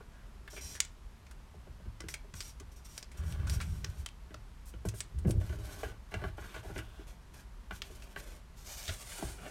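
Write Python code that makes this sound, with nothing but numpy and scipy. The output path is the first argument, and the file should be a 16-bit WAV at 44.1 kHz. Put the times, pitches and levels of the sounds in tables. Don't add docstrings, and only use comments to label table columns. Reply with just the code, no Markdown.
import sys
import numpy as np
from scipy import signal
from scipy.fft import rfft, irfft, next_fast_len
from scipy.io import wavfile
from scipy.ndimage import uniform_filter1d

SR = 44100
rng = np.random.default_rng(int(sys.argv[2]) if len(sys.argv) > 2 else 0)


def transcribe(u):
    v = np.clip(np.atleast_2d(u).T, -1, 1)
    q = np.round(v * 32767).astype(np.int16)
    wavfile.write(sys.argv[1], SR, q)


N = 418950
TIME = np.arange(N) / SR
AGE = TIME[:SR // 3]


def from_db(db):
    return 10 ** (np.asarray(db) / 20)


def unit_rms(x):
    return x / np.sqrt(np.mean(x ** 2) + 1e-20)


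def unit_onset(x, seconds):
    return x / np.sqrt(np.mean(x[:int(seconds * SR)] ** 2) + 1e-20)


def add(out, start_s, sound):
    start = max(0, round(start_s * SR))
    out[start:start + len(sound)] += sound[:N - start]


def delayed(x, seconds):
    return np.interp(TIME - seconds, TIME, x)


def butter(x, hz, kind, order=2):
    return signal.sosfilt(signal.butter(order, hz, kind, fs=SR, output="sos"), x)


def resonance(x, hz, width_hz):
    r = np.exp(-np.pi * width_hz / SR)
    feedback = [1, -2 * r * np.cos(2 * np.pi * hz / SR), r * r]
    return signal.lfilter(np.array([1, 0, -1]) * (1 - r * r) / 2, feedback, x)


def coloured(x, points):
    size = 2 * next_fast_len(len(x))
    hz, db = np.transpose(points)
    bin_hz = np.arange(size // 2 + 1) * SR / size + 1
    cepstrum = irfft(np.log(from_db(np.interp(np.log(bin_hz), np.log(hz), db))))
    cepstrum[1:size // 2] *= 2
    cepstrum[size // 2 + 1:] = 0
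    return irfft(rfft(x, size) * np.exp(rfft(cepstrum)))[:len(x)]


def whitened(x):
    power = uniform_filter1d(np.abs(rfft(x)) ** 2, size=260)
    hz = np.arange(len(power)) * SR / len(x) + 1
    return coloured(x, np.column_stack([hz, -10 * np.log10(power)]))


def drift(per_s):
    knots = rng.standard_normal(N // 100)
    return unit_rms(np.interp(TIME * per_s, np.arange(len(knots)), knots))


def friction(per_s, spread_db, hiss):
    sizes = from_db(spread_db * np.minimum(rng.exponential(1, N), 5)) * rng.choice([-1, 1], N)
    clicks = unit_rms(sizes * (rng.random(N) < per_s / SR))
    return unit_rms(clicks + hiss * rng.standard_normal(N))


def envelope(strokes, attack_s=0.002, release_s=0.019):
    power = np.zeros(N)
    for start_s, length_s, db, swell_db in strokes:
        t = np.arange(int((length_s + 10 * release_s) * SR)) / SR
        attack = 1 - np.exp(-t / attack_s)
        hold = from_db(db + swell_db * (np.minimum(t / length_s, 1) - 0.5))
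        release = np.exp(-np.maximum(t - length_s, 0) / release_s)
        add(power, start_s, (attack * hold * release) ** 2)
    return np.sqrt(power)


# frequency in Hz, gain in dB.
AIR_SPECTRUM = [(22,-12),(40,7.5),(80,-9.5),(130,-11),(175,-14.5),(250,-18.5),(340,-25.5),(450,-26.5),(780,-27),(930,-24),(2000,-31.5),(7000,-40.5),(12500,-45),(15500,-59)]


def room_air(air_db=-51.5, hum_hz=61.2, hum_db=-56):
    air = unit_rms(coloured(rng.standard_normal(N), AIR_SPECTRUM))
    hum = unit_rms(resonance(rng.standard_normal(N), hum_hz, width_hz=7))
    return from_db(air_db) * air + from_db(hum_db) * butter(hum, 95, "low")


def room_reflections(x, gain_db=-11.5, first_echo_s=0.0034, t60_s=0.21, treble_t60_s=0.083):
    echoes = rng.standard_normal(len(AGE)) * (AGE > first_echo_s)
    low = butter(echoes, 4000, "low", order=1)
    tail = low * from_db(-60 * AGE / t60_s) + (echoes - low) * from_db(-60 * AGE / treble_t60_s)
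    tail = butter(tail / np.linalg.norm(tail), [200, 7500], "band", order=1)
    return from_db(gain_db) * signal.fftconvolve(x, tail)[:N]


# start in seconds, length in seconds, level in dB, swell in dB.
LEANS = [(.625, 0.024, -43, 11), (1.865, 0.024, -32, -13), (2.01, 0.12, -48, -8), (2.33, 0.071, -38, -26),
         (3.18, 0.43, -34, 4), (3.55, 0.49, -37, -13.5), (5.11, 0.19, -37, -5), (5.33, 0.15, -30.5, -16),
         (5.47, 0.37, -45, -19), (6.13, 0.25, -44.5, -14), (8.882, 0.032, -31.5, 0)]
# frequency in Hz, gain in dB.
BOOM_SPECTRUM = [(22, -8), (45, -1), (63, 7.5), (83, 8.5), (110, -5), (160, -7), (188, -12.5), (235, -26),
                 (400, -29), (900, -65)]


def leaning_hands():
    boom = butter(coloured(rng.standard_normal(N), BOOM_SPECTRUM), 24, "high")
    return envelope(LEANS, attack_s=0.033, release_s=0.0095) * unit_rms(boom)


# frequency in Hz, relative level in dB, T60 in seconds.
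TABLE_MODES = [(59.5, 1, 0.24), (86.4, -6, 0.2), (108, -7, 0.5), (126.4, -11, 0.36), (181, -2, 0.082),
               (330, -10, 0.22), (376.5, -8.5, 0.094), (426, 1.5, 0.067), (493, -9, 0.018), (633, 0, 0.062),
               (1117, -6, 0.054), (1314, -9, 0.052), (1462, 1, 0.055), (1540, 2, 0.06), (1651, 2, 0.028),
               (1990, -1.5, 0.033), (2310, 0, 0.016), (2770, -4.5, 0.028), (3030, 0.5, 0.014)]
# frequency in Hz, gain in dB.
WOOD_SPECTRUM = [(35, -51), (70, 8), (190, 9), (260, 4.5), (380, 4), (600, 3.5), (950, -3.5), (1700, -6.5),
                 (3200, -11), (4200, -18.5), (9000, -28), (16000, -31)]


def table_response(wash_db, vary_db=1, wash_t60_s=0.025, detune=0.016):
    hz, db, t60_s = np.transpose(TABLE_MODES)[:, :, None]
    hz = hz * (1 + detune * rng.standard_normal(hz.shape))
    signs = (-1) ** np.arange(len(hz))[:, None]
    strength = signs * from_db(db + vary_db * rng.standard_normal(hz.shape))
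    modes = np.sum(strength * np.sin(2 * np.pi * hz * AGE) * from_db(-60 * AGE / t60_s), axis=0)
    wash = unit_rms(coloured(rng.standard_normal(len(AGE)), WOOD_SPECTRUM))
    return modes + wash * from_db(wash_db - 60 * AGE / wash_t60_s)


def fidgeting(level_db=-74):
    touches = friction(per_s=24, spread_db=1, hiss=0)
    wood = signal.fftconvolve(touches, table_response(wash_db=2))[:N]
    return from_db(level_db) * unit_rms(butter(wood, [200, 450], "band"))


# start in seconds, length in seconds, level in dB, swell in dB.
PALM_PRESSES = [(5.247, 0.049, -35, 1), (5.31, 0.122, -49.5, -5)]
# frequency in Hz, width in Hz, gain in dB.
PALM_RESONANCES = [(195, 24, 19), (345, 60, 10)]


def landing_palm(band_hz=(170, 520)):
    push = friction(per_s=390, spread_db=2, hiss=0.36)
    push = butter(butter(push, band_hz[0], "high"), band_hz[1], "low", order=3)
    rings = sum(from_db(db) * resonance(push, hz, width_hz) for hz, width_hz, db in PALM_RESONANCES)
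    return envelope(PALM_PRESSES) * unit_rms(push + rings)


# start in seconds, thud in dB, knock in dB, knock cutoff in Hz, click in dB.
FINGER_TAPS = [(.006, -62, -56.5, 1110, -66), (.532, -60, -54.5, 910, -67), (.574, -56, -55, 760, -65),
               (1.541, -52.5, -60, 650, -82), (1.67, -49, -59.5, 650, -75), (1.799, -56, -63, 650, -74),
               (1.854, -45, -63, 600, -69), (2.003, -48, -56.5, 590, -54.5), (2.038, -57, -49.5, 417, -62),
               (2.245, -61, -63, 700, -78), (2.601, -51, -54.5, 400, -62), (3.842, -67, -55, 505, -54.5),
               (4.306, -51.5, -58, 550, -64), (4.342, -54, -58.5, 700, -73),
               (4.738, -47, -56.5, 510, -62.5), (4.851, -34, -41, 760, -56), (4.938, -48, -55, 550, -62),
               (5.25, -28.5, -44, 394, -59.5), (5.277, -33.5, -56, 654, -60), (5.327, -33, -54, 400, -77),
               (5.346, -35.5, -54, 350, -81), (5.412, -45, -54, 700, -60), (5.494, -48, -51.5, 700, -56.5),
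               (5.526, -58, -55, 600, -55), (5.585, -45, -54, 450, -70), (5.832, -42, -39, 720, -46),
               (6.118, -45, -55, 650, -59), (6.140, -37.5, -45, 520, -43.5), (6.217, -55, -51, 700, -63),
               (6.239, -42, -42.5, 680, -45), (6.381, -49, -50, 753, -56), (6.442, -54, -59, 696, -56.5),
               (6.543, -70, -61, 720, -49.5), (6.563, -48.5, -50.5, 750, -51),
               (6.648, -44.5, -52.5, 750, -71), (6.7, -47, -51, 600, -72), (6.760, -43.5, -48, 694, -49.5),
               (6.788, -60, -63, 700, -47), (6.993, -61, -52.5, 377, -67.5), (7.709, -47, -51, 700, -45.5),
               (7.9, -55, -55, 412, -86), (8.161, -50, -52.5, 796, -45), (8.89, -58, -50.5, 850, -47),
               (9.119, -68, -72, 700, -53), (9.225, -39.5, -40, 795, -55)]


def tapping_fingers(settle_s=0.013, settle_db=-24, pad_damping_s=0.036, thud_lag_s=0.00698):
    out = np.zeros(N)
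    for start_s, thud_db, knock_db, knock_cutoff_hz, click_db in FINGER_TAPS:
        force = from_db(settle_db) * rng.standard_normal(len(AGE)) * np.exp(-AGE / settle_s)
        force[0] += 1
        wood = signal.fftconvolve(force, table_response(wash_db=8, vary_db=2))[:len(AGE)]
        thud = butter(wood, [30, 160], "band", order=3)
        knock = butter(wood * np.exp(-AGE / pad_damping_s), 228, "high", order=3)
        knock = butter(knock, knock_cutoff_hz, "low", order=4)
        click = butter(wood, 950, "high", order=3)
        add(out, start_s + thud_lag_s, from_db(thud_db) * unit_onset(thud, 0.05))
        add(out, start_s, from_db(knock_db) * unit_onset(knock, 0.03))
        add(out, start_s, from_db(click_db) * unit_onset(click, 0.03))
    return out


# frequency in Hz, width in Hz, gain in dB.
SHEET_RESONANCES = [(2380,110,-4.5),(3120,68,-21),(4430,53,-4),(6540,73,-9),(9140,300,-2.5)]
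# delay in seconds, gain in dB.
WAVE_RETURNS = [(0.00055, -21), (0.00128, -10), (0.0021, -9.5)]


def paper_hiss(spectrum, spread_db, uneven_db, wander=0.072):
    grains = friction(per_s=6000, spread_db=spread_db, hiss=0.78) * from_db(uneven_db * drift(per_s=70))
    rings = sum(from_db(db) * resonance(grains, hz, width_hz) for hz, width_hz, db in SHEET_RESONANCES)
    sheet = grains + rings
    returns = sum(from_db(db) * delayed(sheet, delay_s * (1 + wander * drift(per_s=7)))
                  for delay_s, db in WAVE_RETURNS)
    return unit_rms(coloured(sheet + returns, spectrum))


# start in seconds, length in seconds, hiss in dB,
# relative wood level in dB, swell in dB.
FINGER_DRAGS = [(0.111, 0.19, -99, -69.5, -4), (0.554, 0.18, -78, -65, 2), (3.14, 0.42, -69.5, -60, 5),
                (3.562, 0.47, -66, -68, -4), (5.399, 0.16, -61.5, -63, 3.5), (5.585, 0.23, -56.5, -59, 6),
                (5.831, 0.089, -61, -54.5, -9), (6.108, 0.18, -67.5, -57.5, 3), (6.37, 0.23, -61, -60, 0.5),
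                (6.628, 0.089, -62, -56.5, -1.5), (6.735, 0.055, -58, -54.5, 12.5),
                (6.83, 0.2, -72.5, -66, -1), (7.067, 0.069, -63.5, -67.5, -12),
                (7.335, 0.076, -60, -66, -1.5), (7.721, 0.043, -56.5, -79, 8), (7.83, 0.31, -64.5, -67, -3),
                (8.171, 0.19, -57, -62.5, -3.5), (9.177, 0.21, -82, -59.5, -12),
                (9.372, 0.1, -79, -56.5, 13.5)]
# frequency in Hz, gain in dB.
RUB_SPECTRUM = [(300,-41),(1000,1.5),(2600,0.5),(4500,0.5),(6000,3),(8800,-0.5),(10300,-2.5),(13000,-0.5),(15800,-18)]


def rubbing_fingers(wood_gain_db=3.5, rasp_hz=3000, rasp_db=-9):
    start_s, length_s, hiss_db, wood_db, swell_db = np.transpose(FINGER_DRAGS)
    hiss = paper_hiss(RUB_SPECTRUM, spread_db=3, uneven_db=2)
    rasp = from_db(rasp_db) * resonance(hiss, rasp_hz, width_hz=1100)
    out = unit_rms(hiss + rasp) * envelope(zip(start_s, length_s, hiss_db, swell_db))
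    grains = friction(per_s=900, spread_db=4, hiss=1)
    for drag in zip(start_s, length_s, wood_db + wood_gain_db, swell_db):
        spot = butter(table_response(wash_db=14, vary_db=2.5), 152, "high")
        out += signal.oaconvolve(grains * envelope([drag]), spot / np.linalg.norm(spot))[:N]
    return out


# start in seconds, length in seconds, level in dB, swell in dB,
# first and last pitch in Hz.
SCRATCH_GLIDES = [(6.428, .16, -64.5, 9, 2830, 3350), (8.652, 0.08, -56.5, 4, 6000, 6650),
                  (8.769, 0.1, -63, 21, 3000, 3225), (8.819, 0.044, -55, 2, 5800, 6160),
                  (9.14, 0.19, -62, 2, 8300, 8840)]


def scratches(half_width_hz=750):
    out = np.zeros(N)
    slips = unit_rms(butter(friction(per_s=650, spread_db=2, hiss=1), half_width_hz, "low"))
    for start_s, length_s, db, swell_db, first_hz, last_hz in SCRATCH_GLIDES:
        hz = np.interp(TIME, [start_s, start_s + length_s], [first_hz, last_hz])
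        ring = np.sqrt(2) * np.sin(2 * np.pi * np.cumsum(hz) / SR)
        out += envelope([(start_s, length_s, db, swell_db)]) * slips * ring
    return out


# start in seconds, length in seconds, level in dB, swell in dB.
THUMB_STROKES = [(4.655, 0.035, -58.5, 3), (4.852, 0.039, -54.5, -9), (4.94, 0.05, -56, 9),
                 (5.27, 0.031, -56, 6)]
# frequency in Hz, gain in dB.
THUMB_SPECTRUM = [(300,-14),(2000,-8),(5000,1.5),(8800,5),(14000,0),(15800,-9)]


def skimming_thumb():
    return envelope(THUMB_STROKES) * paper_hiss(THUMB_SPECTRUM, spread_db=3.5, uneven_db=1.6)


# time in seconds, relative level in dB.
TURN_LEVELS = [(8.5, -98), (8.555, -80), (8.572, -62.5), (8.64, -64), (8.66, -54.5), (8.745, -49.5),
               (8.762, -55), (8.775, -50.5), (8.94, -52), (8.98, -58), (9.015, -50.5), (9.05, -58),
               (9.114, -50), (9.22, -51), (9.31, -54), (9.38, -64.5), (9.5, -59)]
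# frequency in Hz, gain in dB.
TURN_SPECTRUM = [(200,-14),(450,-3),(700,2),(1100,-1.5),(2300,-0.5),(3100,2.5),(4500,1.5),(6200,1.5),(8800,-0.5),(10500,-3.5),(13300,-3.5),(15800,-15)]


def turning_sheet(gain_db=2.5, reflection_db=-12, comb_hz=(6300, 9000)):
    level_db = gain_db + np.interp(TIME, *np.transpose(TURN_LEVELS))
    swish = from_db(level_db) * paper_hiss(TURN_SPECTRUM, spread_db=0.5, uneven_db=0.8)
    lag_s = 1 / np.interp(TIME, [8.75, 9.1], comb_hz)
    return swish + from_db(reflection_db) * delayed(swish, lag_s)


# start in seconds, length in seconds, hiss in dB, swell in dB.
FLAP_STROKES = [(.50, 0.085, -58.5, 3), (.608, 0.15, -54.5, -2), (2.085, 0.049, -55, -10),
                (2.35, 0.15, -56.5, -0.5), (2.715, 0.017, -65.5, -3), (2.76, 0.03, -64.5, -6),
                (2.845, 0.017, -59.5, 4), (2.885, 0.11, -61.5, 4), (3.17, 0.023, -61, -2),
                (3.23, 0.089, -62, 12), (3.475, 0.069, -54, 15), (3.61, 0.18, -64.5, -4),
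                (3.94, 0.071, -66.5, 8)]
# frequency in Hz, gain in dB.
FLAP_SPECTRUM = [(300,3.5),(700,-3),(1200,-3.5),(2400,0.5),(3200,2),(4600,-1),(5600,-7),(7400,3),(8800,3.5),(10300,-2.5),(12800,2),(15800,-14)]
# time in seconds, relative gain in dB.
FOLD_RING = [(.8, 8.5), (3.05, 4.5), (3.3, 2.5)]


def scraping_flap(fold_hz=5670, fold_width_hz=294, fold_gain_db=14):
    scrape = envelope(FLAP_STROKES) * paper_hiss(FLAP_SPECTRUM, spread_db=2.5, uneven_db=0.1)
    ring_db = fold_gain_db + np.interp(TIME, *np.transpose(FOLD_RING))
    return scrape + from_db(ring_db) * resonance(scrape, fold_hz, fold_width_hz)


# start in seconds, level in dB, ring in Hz, top edge in Hz, flutter decay in seconds.
BUCKLES = [(.477, -48.5, 1680, 3500, 0.0064), (0.564, -49, 2350, 3400, 0.017),
           (0.751, -48, 1740, 8200, 0.018), (.803, -25.5, 6860, 8800, 0.0027),
           (1.266, -60.5, 2240, 6300, 0.005), (1.311, -56, 1450, 10700, 0.0072),
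           (2.005, -47.5, 5460, 8400, 0.0029), (2.085, -43, 1970, 8600, 0.0046),
           (2.14, -38.5, 2270, 9050, 0.0054), (2.339, -49.5, 1400, 7600, 0.0048),
           (2.405, -40, 4870, 8100, 0.0065), (2.599, -53, 6300, 10000, 0.0063),
           (2.978, -42, 5300, 9700, 0.004), (3.027, -47.5, 5140, 7660, 0.0036),
           (3.116, -57, 2090, 9600, 0.012), (3.324, -51, 3030, 9800, 0.0021),
           (3.470, -47.5, 1410, 8100, 0.0094), (3.4967, -40, 4860, 10600, 0.0049),
           (3.602, -42.5, 1420, 4720, 0.012), (3.612, -43.5, 2260, 8750, 0.015),
           (3.845, -39.5, 5800, 6000, 0.0027), (4.061, -40.5, 3080, 8950, 0.0029),
           (4.3427, -47, 1310, 5960, 0.0024), (4.887, -43, 6250, 10500, 0.0054),
           (5.005, -36.5, 8100, 8300, 0.0036), (5.186, -57.5, 8850, 11000, 0.0084),
           (5.308, -42.5, 8700, 12000, 0.0046), (6.141, -47.5, 1570, 6860, 0.005),
           (6.779, -48, 1740, 8930, 0.005), (7.819, -39, 3120, 5400, 0.0031),
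           (8.022, -54.5, 2730, 7000, 0.0045), (8.879, -40, 3630, 6740, 0.014),
           (8.892, -43.5, 2960, 4700, 0.0077)]
# frequency in Hz, gain in dB.
SNAP_SPECTRUM = [(300, -101), (900, 5.5), (1400, 2), (4000, -0.5), (7500, 0), (9500, 0.5), (11500, -5),
                 (16000, -2)]


def buckling_paper(crack_s=0.000075, crack_db=2, rise_s=0.0001, crumble_s=0.016, crumble_db=-21,
                   ring_q=7, jolt_db=-15, jolt_limit_db=-60):
    out = np.zeros(N)
    for start_s, db, ring_hz, edge_hz, flutter_s in BUCKLES:
        crack = from_db(crack_db) * np.exp(-AGE / crack_s)
        shape = (crack + np.exp(-AGE / flutter_s)) * (1 - np.exp(-AGE / rise_s))
        fibres = unit_rms(rng.standard_normal(len(AGE)) ** 7)
        crumble = from_db(crumble_db) * fibres * np.exp(-AGE / crumble_s)
        snap = coloured(whitened(rng.choice([-1, 1], len(AGE)) * shape + crumble), SNAP_SPECTRUM)
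        octaves = np.log2(ring_hz / 2000)
        snap = butter(snap, 1200 + 260 * octaves, "high", order=4)
        ring_db = 8 - 3 * octaves
        snap = snap + from_db(ring_db) * resonance(snap, ring_hz, ring_hz / ring_q)
        snap = coloured(snap, [(edge_hz, 0), (edge_hz * 1.67, -15)])
        add(out, start_s, from_db(db) * unit_onset(snap, 0.01))
        jolt = unit_onset(butter(table_response(wash_db=14), [350, 1400], "band"), 0.023)
        add(out, start_s, from_db(min(db + jolt_db, jolt_limit_db)) * jolt)
    return out


def scene():
    paper = scraping_flap() + skimming_thumb() + turning_sheet() + scratches() + buckling_paper()
    hands = rubbing_fingers() + tapping_fingers() + landing_palm() + fidgeting()
    direct = paper + hands
    return (direct + room_reflections(direct) + leaning_hands() + room_air())[None]


def record(dry):
    return signal.sosfilt(signal.ellip(10, 0.2, 70, 15900, fs=SR, output="sos"), dry)


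dry = scene()
out = record(dry)
transcribe(out)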